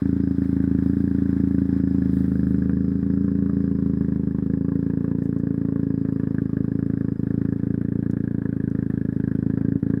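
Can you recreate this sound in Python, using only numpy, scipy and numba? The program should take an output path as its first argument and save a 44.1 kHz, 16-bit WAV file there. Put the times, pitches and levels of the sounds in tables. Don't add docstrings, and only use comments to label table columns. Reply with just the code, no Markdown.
import sys
import numpy as np
from scipy import signal
from scipy.fft import rfft, irfft
from scipy.io import wavfile
from numba import njit

SR = 44100
rng = np.random.default_rng(int(sys.argv[2]) if len(sys.argv) > 2 else 0)


def dump(signal):
    limited = np.clip(np.atleast_2d(signal).T, -1, 1)
    pcm = np.round(limited * 32767).astype(np.int16)
    wavfile.write(sys.argv[1], SR, pcm)


N = 441000
T = np.arange(N) / SR
TOP_HZ = 15750


def undb(db):
    return 10 ** (np.asarray(db) / 20)


def unit(x):
    return x / np.sqrt(np.mean(x ** 2))


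def curves(table):
    times, *columns = np.transpose(table)
    return [np.interp(T, times, column) for column in columns]


def lobe(x, centre, width):
    return np.exp(-((x - centre) / width) ** 2)


def noise():
    return rng.standard_normal(N)


def colour(x, outline, size=4096):
    hz, db = np.transpose(outline)
    bin_hz = np.arange(size // 2 + 1) * SR / size
    log_gain = np.log(undb(np.interp(np.log1p(bin_hz), np.log(hz), db)))
    cepstrum = irfft(log_gain)[:size // 2]
    cepstrum[1:] *= 2
    response = irfft(np.exp(rfft(cepstrum, size)))
    return signal.fftconvolve(x, response)[:N]


@njit
def state_variable(x, g, damping):
    out, band, low = np.empty((3, len(x))), 0., 0.
    for i in range(len(x)):
        v = (band + g[i] * (x[i] - low)) / (1 + g[i] * (g[i] + damping))
        smooth = low + g[i] * v
        out[0, i], out[1, i], out[2, i] = smooth, damping * v, x[i] - damping * v - smooth
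        band, low = 2 * v - band, 2 * smooth - low
    return out


def resonate(x, hz, q, kind):
    g = np.tan(np.pi * np.minimum(hz, TOP_HZ) / SR) * np.ones(N)
    return state_variable(x + 1e-18, g, 1 / q)[["low", "band", "high"].index(kind)]


def bell(x, hz, q, db):
    return x + (undb(db) - 1) * resonate(x, hz, q, "band")


def waver(hz, depth):
    return depth * unit(resonate(noise(), hz, 0.34, "low"))


def impulses(at, db):
    out = np.zeros(N)
    out[np.clip(at * SR, 0, N - 1).astype(int)] = undb(db)
    return out


def fade(x, seconds):
    return signal.lfilter([1], [1, -np.exp(-1 / (seconds * SR))], x)


def by_bearing(bearing, corner, flank, in_line):
    return corner + flank * lobe(bearing, 55, 20) + in_line * lobe(bearing, -4.5, 40)


def firings(jitter_s=0.00031, scatter_db=0.67):
    # t/s, firing rate/Hz
    idle = [(0.0, 27.73), (0.81, 27.06), (0.94, 27.91), (1.86, 27.37), (2.49, 26.35), (3.31, 27.98),
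            (4.39, 26.24), (4.59, 27.28), (5.16, 28.24), (6.63, 26.67), (6.72, 27.54), (7.22, 26.9),
            (7.31, 27.28), (8.1, 28.29), (8.37, 27.91), (8.57, 26.86), (9.29, 26.55), (10.0, 28.11)]
    # t/s, level/dB against a normal one
    misfires = [(.347, -6), (.459, -3), (1.656, -4), (2.992, -3.5), (4.312, -2.5), (5.401, -1.5),
                (6.496, -4), (7.159, -8), (7.597, -3.5), (9.126, -3), (9.795, -21.5), (9.976, -2.5)]
    cycles = .5 + np.cumsum(curves(idle)[0]) / SR
    at = T[1:][np.diff(np.floor(cycles)) > 0]
    chance = rng.standard_normal((len(at), 2))
    db = scatter_db * chance[:, 1]
    for s, weak_db in misfires:
        db[np.argmin(abs(at - s))] = weak_db
    return at + jitter_s * chance[:, 0], db


def thump(at, db, bearing, bass_corner_hz=75.6, leak_db=-36):
    # f/Hz, Q
    chambers = [(120, 2.53), (191.1, 4.78), (418.5, 6.4)]
    # f/Hz, Q, gain/dB
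    drones = [(274.4, 10.3, 19.5)]
    pressure = -impulses(at, db)
    for hz, q in chambers:
        pressure = resonate(pressure, hz, q, "low")
    mouth = resonate(pressure, bass_corner_hz, 5.1, "high")
    mouth = resonate(mouth, hz=5.4, q=.97, kind="high") + undb(leak_db) * pressure
    underside = sum(undb(gain_db) * resonate(mouth, hz, q, "band") for hz, q, gain_db in drones)
    bark_hz = by_bearing(bearing, 531.7, flank=30, in_line=0)
    return resonate(mouth + underside, bark_hz, 5.82, "band")


def puffs(at, db, lag_s, rise_s, decay_s, tail_s, tail_db, scatter_db, grain_db, crack_db):
    # t/s, gas level/dB against a normal puff
    pops = [(.567, 4), (1.692, 5.5), (2.696, 9.5), (4.009, 3.5), (4.682, 5), (5.044, 5), (6.198, 4.5),
            (6.57, 7), (6.79, 2.5), (7.452, 6), (8.027, 5), (8.168, 4), (8.311, 1.5), (8.455, 1),
            (8.902, 7), (9.2, 2.5), (9.276, 4.5), (9.314, 4), (9.575, 6), (9.612, 5), (9.938, 3)]
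    rotor_db = 1.4 * (-1) ** np.arange(len(at))
    gas_db = 0.78 * db - rotor_db + scatter_db * (2 * rng.random(len(at)) - 1)
    for s, pop_db in pops:
        gas_db[np.argmin(abs(at - s))] = pop_db
    kicks = impulses(at + lag_s, gas_db)
    flow = fade(fade(kicks, decay_s) + undb(tail_db) * fade(kicks, tail_s), rise_s)
    turbulence = flow * noise() * undb(waver(hz=910, depth=grain_db))
    crack = impulses(at + lag_s + rise_s, 0.72 * gas_db)
    return unit(turbulence) + undb(crack_db) * unit(crack)


def pipe_rasp(at, db, bearing, distance):
    # f/Hz, level/dB
    spectrum = [(150, -13), (350, 9), (520, 9.5), (640, -2), (780, -4.5), (1100, -3), (1350, -6), (1700, 3),
                (1900, -7.5), (2150, -21), (2600, -21), (3000, -35.5), (6000, -61)]
    gas = puffs(at, db, lag_s=0.0014, rise_s=0.0012, decay_s=0.0032, tail_s=0.017,
                tail_db=-13.5, scatter_db=3.0, grain_db=3.0, crack_db=-8)
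    rasp = unit(colour(gas, spectrum))
    paving_hz = 1010 * (distance / 2) ** .95
    rasp = bell(rasp, paving_hz, q=3.5, db=by_bearing(bearing, 7, flank=-3, in_line=-2))
    rasp = bell(rasp, .76 * paving_hz, q=4.5, db=by_bearing(bearing, -7, flank=2, in_line=4))
    return undb(by_bearing(bearing, -52, flank=2, in_line=3)) * rasp


def lip_spit(at, db, bearing, distance):
    # f/Hz, level/dB
    spectrum = [(1500, -18), (2500, 1.5), (3000, -5), (3400, -0.5), (4600, -9), (5600, -7), (6500, -16.5),
                (8500, -11.5), (10000, 0.5), (11800, -11), (13400, -5), (16000, -6.5)]
    gas = puffs(at, db, lag_s=0.0027, rise_s=0.00048, decay_s=0.0032, tail_s=0.016,
                tail_db=-22, scatter_db=4.5, grain_db=2.0, crack_db=-9.5)
    paving_hz = 2800 * (distance / 2) ** 0.26
    spit = unit(bell(colour(gas, spectrum), paving_hz, q=44, db=12.5))
    return undb(by_bearing(bearing, -76, flank=-5, in_line=1)) * spit


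def band_swells(x, bearing):
    # f/Hz, Q, gain/dB, bearing of greatest change/deg, half-width/deg
    bands = [(279.4, 17, 3.5, 9, 6), (280, 12, 5, -10, 3.3), (475, 2.7, 3.5, 17, 9.8),
             (547, 3.7, -4.5, 56, 11), (650, 8.4, 4.5, 10.5, 4.5), (770, 9.5, 6, 54.5, 4.6),
             (1150, 5.8, 2, 31.5, 9)]
    for hz, q, db, centre, width in bands:
        x = bell(x, hz, q, db * lobe(bearing, centre, width))
    return x


def engine_bay(bearing):
    # f/Hz, level/dB
    spectrum = [(60, 6.5), (400, 14), (900, 14), (1700, 15), (2300, 2.5), (2900, -8), (3300, -1),
                (4100, -2.5), (4600, -9.5), (5500, -5), (6400, -15.5), (7400, -11), (12000, -14),
                (16000, -14.5)]
    # f/Hz, width/Hz, relative level/dB
    bands = [(5003, 120, 0), (7420, 130, -12.5)]
    # t/s, level/dB against the hiss
    whistle_level = [(0, -20.5), (3.4, -15.5), (5.3, -18), (7.4, -15.5), (7.8, -23), (8.6, -24),
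                     (9.6, -17.5), (10, -25.5)]
    hiss = unit(colour(noise(), spectrum)) * undb(waver(hz=27, depth=2.0))
    drift = 1 + waver(hz=2.2, depth=0.01)
    swell = undb(curves(whistle_level)[0] + waver(hz=10, depth=1.8))
    whistles = sum(undb(db) * unit(resonate(noise(), hz * drift, hz / width, "band"))
                   for hz, width, db in bands)
    return undb(by_bearing(bearing, -63, flank=8.5, in_line=-0.4)) * (hiss + swell * whistles)


def open_air():
    # f/Hz, level/dB
    spectrum = [(20, 38.5), (45, 33), (150, 23.5), (600, 23.5), (2000, 5), (6500, -12.5), (10000, -4),
                (12000, -12), (14500, -7.5), (16000, -13)]
    return undb(-58) * unit(colour(noise(), spectrum))


def echoes(x, bearing):
    # delay from straight behind/ms, delay slope/(ms per deg), signed pressure share,
    # best bearing/deg, half-width/deg
    surfaces = [(7.39, -0.077, 0.14, 61.5, 41), (10.537, -0.011, 0.13, 27.5, 29),
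                (11.24, -0.066, -0.18, 9.5, 19), (13.88, 0.025, -0.077, -4.5, 13),
                (15.32, -0.019, 0.13, 38, 14.8), (18.635, 0.0023, 0.11, 14.5, 15.8),
                (18.99, -0.064, 0.14, 47, 6.4), (23.2, 0.043, 0.15, 40, 14)]
    bounced = colour(x, [(700, 6), (2000, -2.5), (8000, 1.5)])
    out = 0
    for ms, ms_per_degree, share, best, width in surfaces:
        delay_s = (ms + ms_per_degree * bearing) / 1000
        out += share * lobe(bearing, best, width) * np.interp(T - delay_s, T, bounced, left=0)
    return out


def yard(x, t60_s=0.78, wet_db=-25):
    t = T[:SR // 2]
    tail = rng.standard_normal(len(t)) * np.exp(-np.log(1000) * t / t60_s) * (t > .02)
    return undb(wet_db) * signal.fftconvolve(x, tail / np.linalg.norm(tail))[:N]


def rustles():
    # t/s, half-length/s, level/dB
    swells = [(0.488, .09, -69.5), (0.954, .2, -69.5), (1.56, .14, -73), (2.17, 0.051, -67),
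              (2.278, 0.24, -68), (2.51, .04, -70.5)]
    # f/Hz, level/dB
    spectrum = [(1500, -18), (3800, 5), (6500, -9.5), (7500, -3), (9000, 4), (11000, -3), (12000, -6.5),
                (14000, 3), (16000, -1)]
    envelope = sum(undb(db) * lobe(T, s, half_s) for s, half_s, db in swells)
    return envelope * unit(colour(noise(), spectrum))


def grit(q=1.5):
    # t/s, starting level/dB, centre f/Hz, decay/s
    crunches = [(1.249, -68, 13700, 0.0053), (5.234, -67.5, 7700, 0.035), (5.385, -67, 6000, 0.014),
                (8.11, -54.5, 6400, 0.0043), (8.701, -58, 5940, 0.0023)]
    out = 0
    for s, db, hz, decay_s in crunches:
        envelope = fade(impulses(np.array([s]), db), decay_s)
        out += envelope * unit(resonate(noise(), hz, q, "band"))
    return out


def scene():
    # t/s, bearing from straight behind/deg, distance to the tailpipes/m, thump gain/dB
    walk = [(0, 55, 2.9, 40.5), (1.8, 52.5, 3.1, 40.5), (3.0, 38.5, 2.5, 38.5), (4.3, 27.5, 1.8, 37.5),
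            (5.3, 13, 1.9, 37.5), (6.6, 6, 2.25, 37.5), (7.6, 0.3, 2.85, 38), (8.5, 3.1, 3.1, 36.5),
            (10, 6.5, 3.2, 39.5)]
    bearing, distance, thump_db = curves(walk)
    at, db = firings()
    exhaust = undb(thump_db) * thump(at, db, bearing)
    exhaust += pipe_rasp(at, db, bearing, distance)
    exhaust += lip_spit(at, db, bearing, distance)
    exhaust = band_swells(exhaust, bearing)
    car = exhaust + engine_bay(bearing)
    driveway = open_air() + echoes(exhaust, bearing) + yard(exhaust)
    return (car + driveway + rustles() + grit())[None]


def record(dry):
    return signal.sosfilt(signal.ellip(10, .1, 80, TOP_HZ, fs=SR, output="sos"), dry)


dry = scene()
out = record(dry)
dump(out)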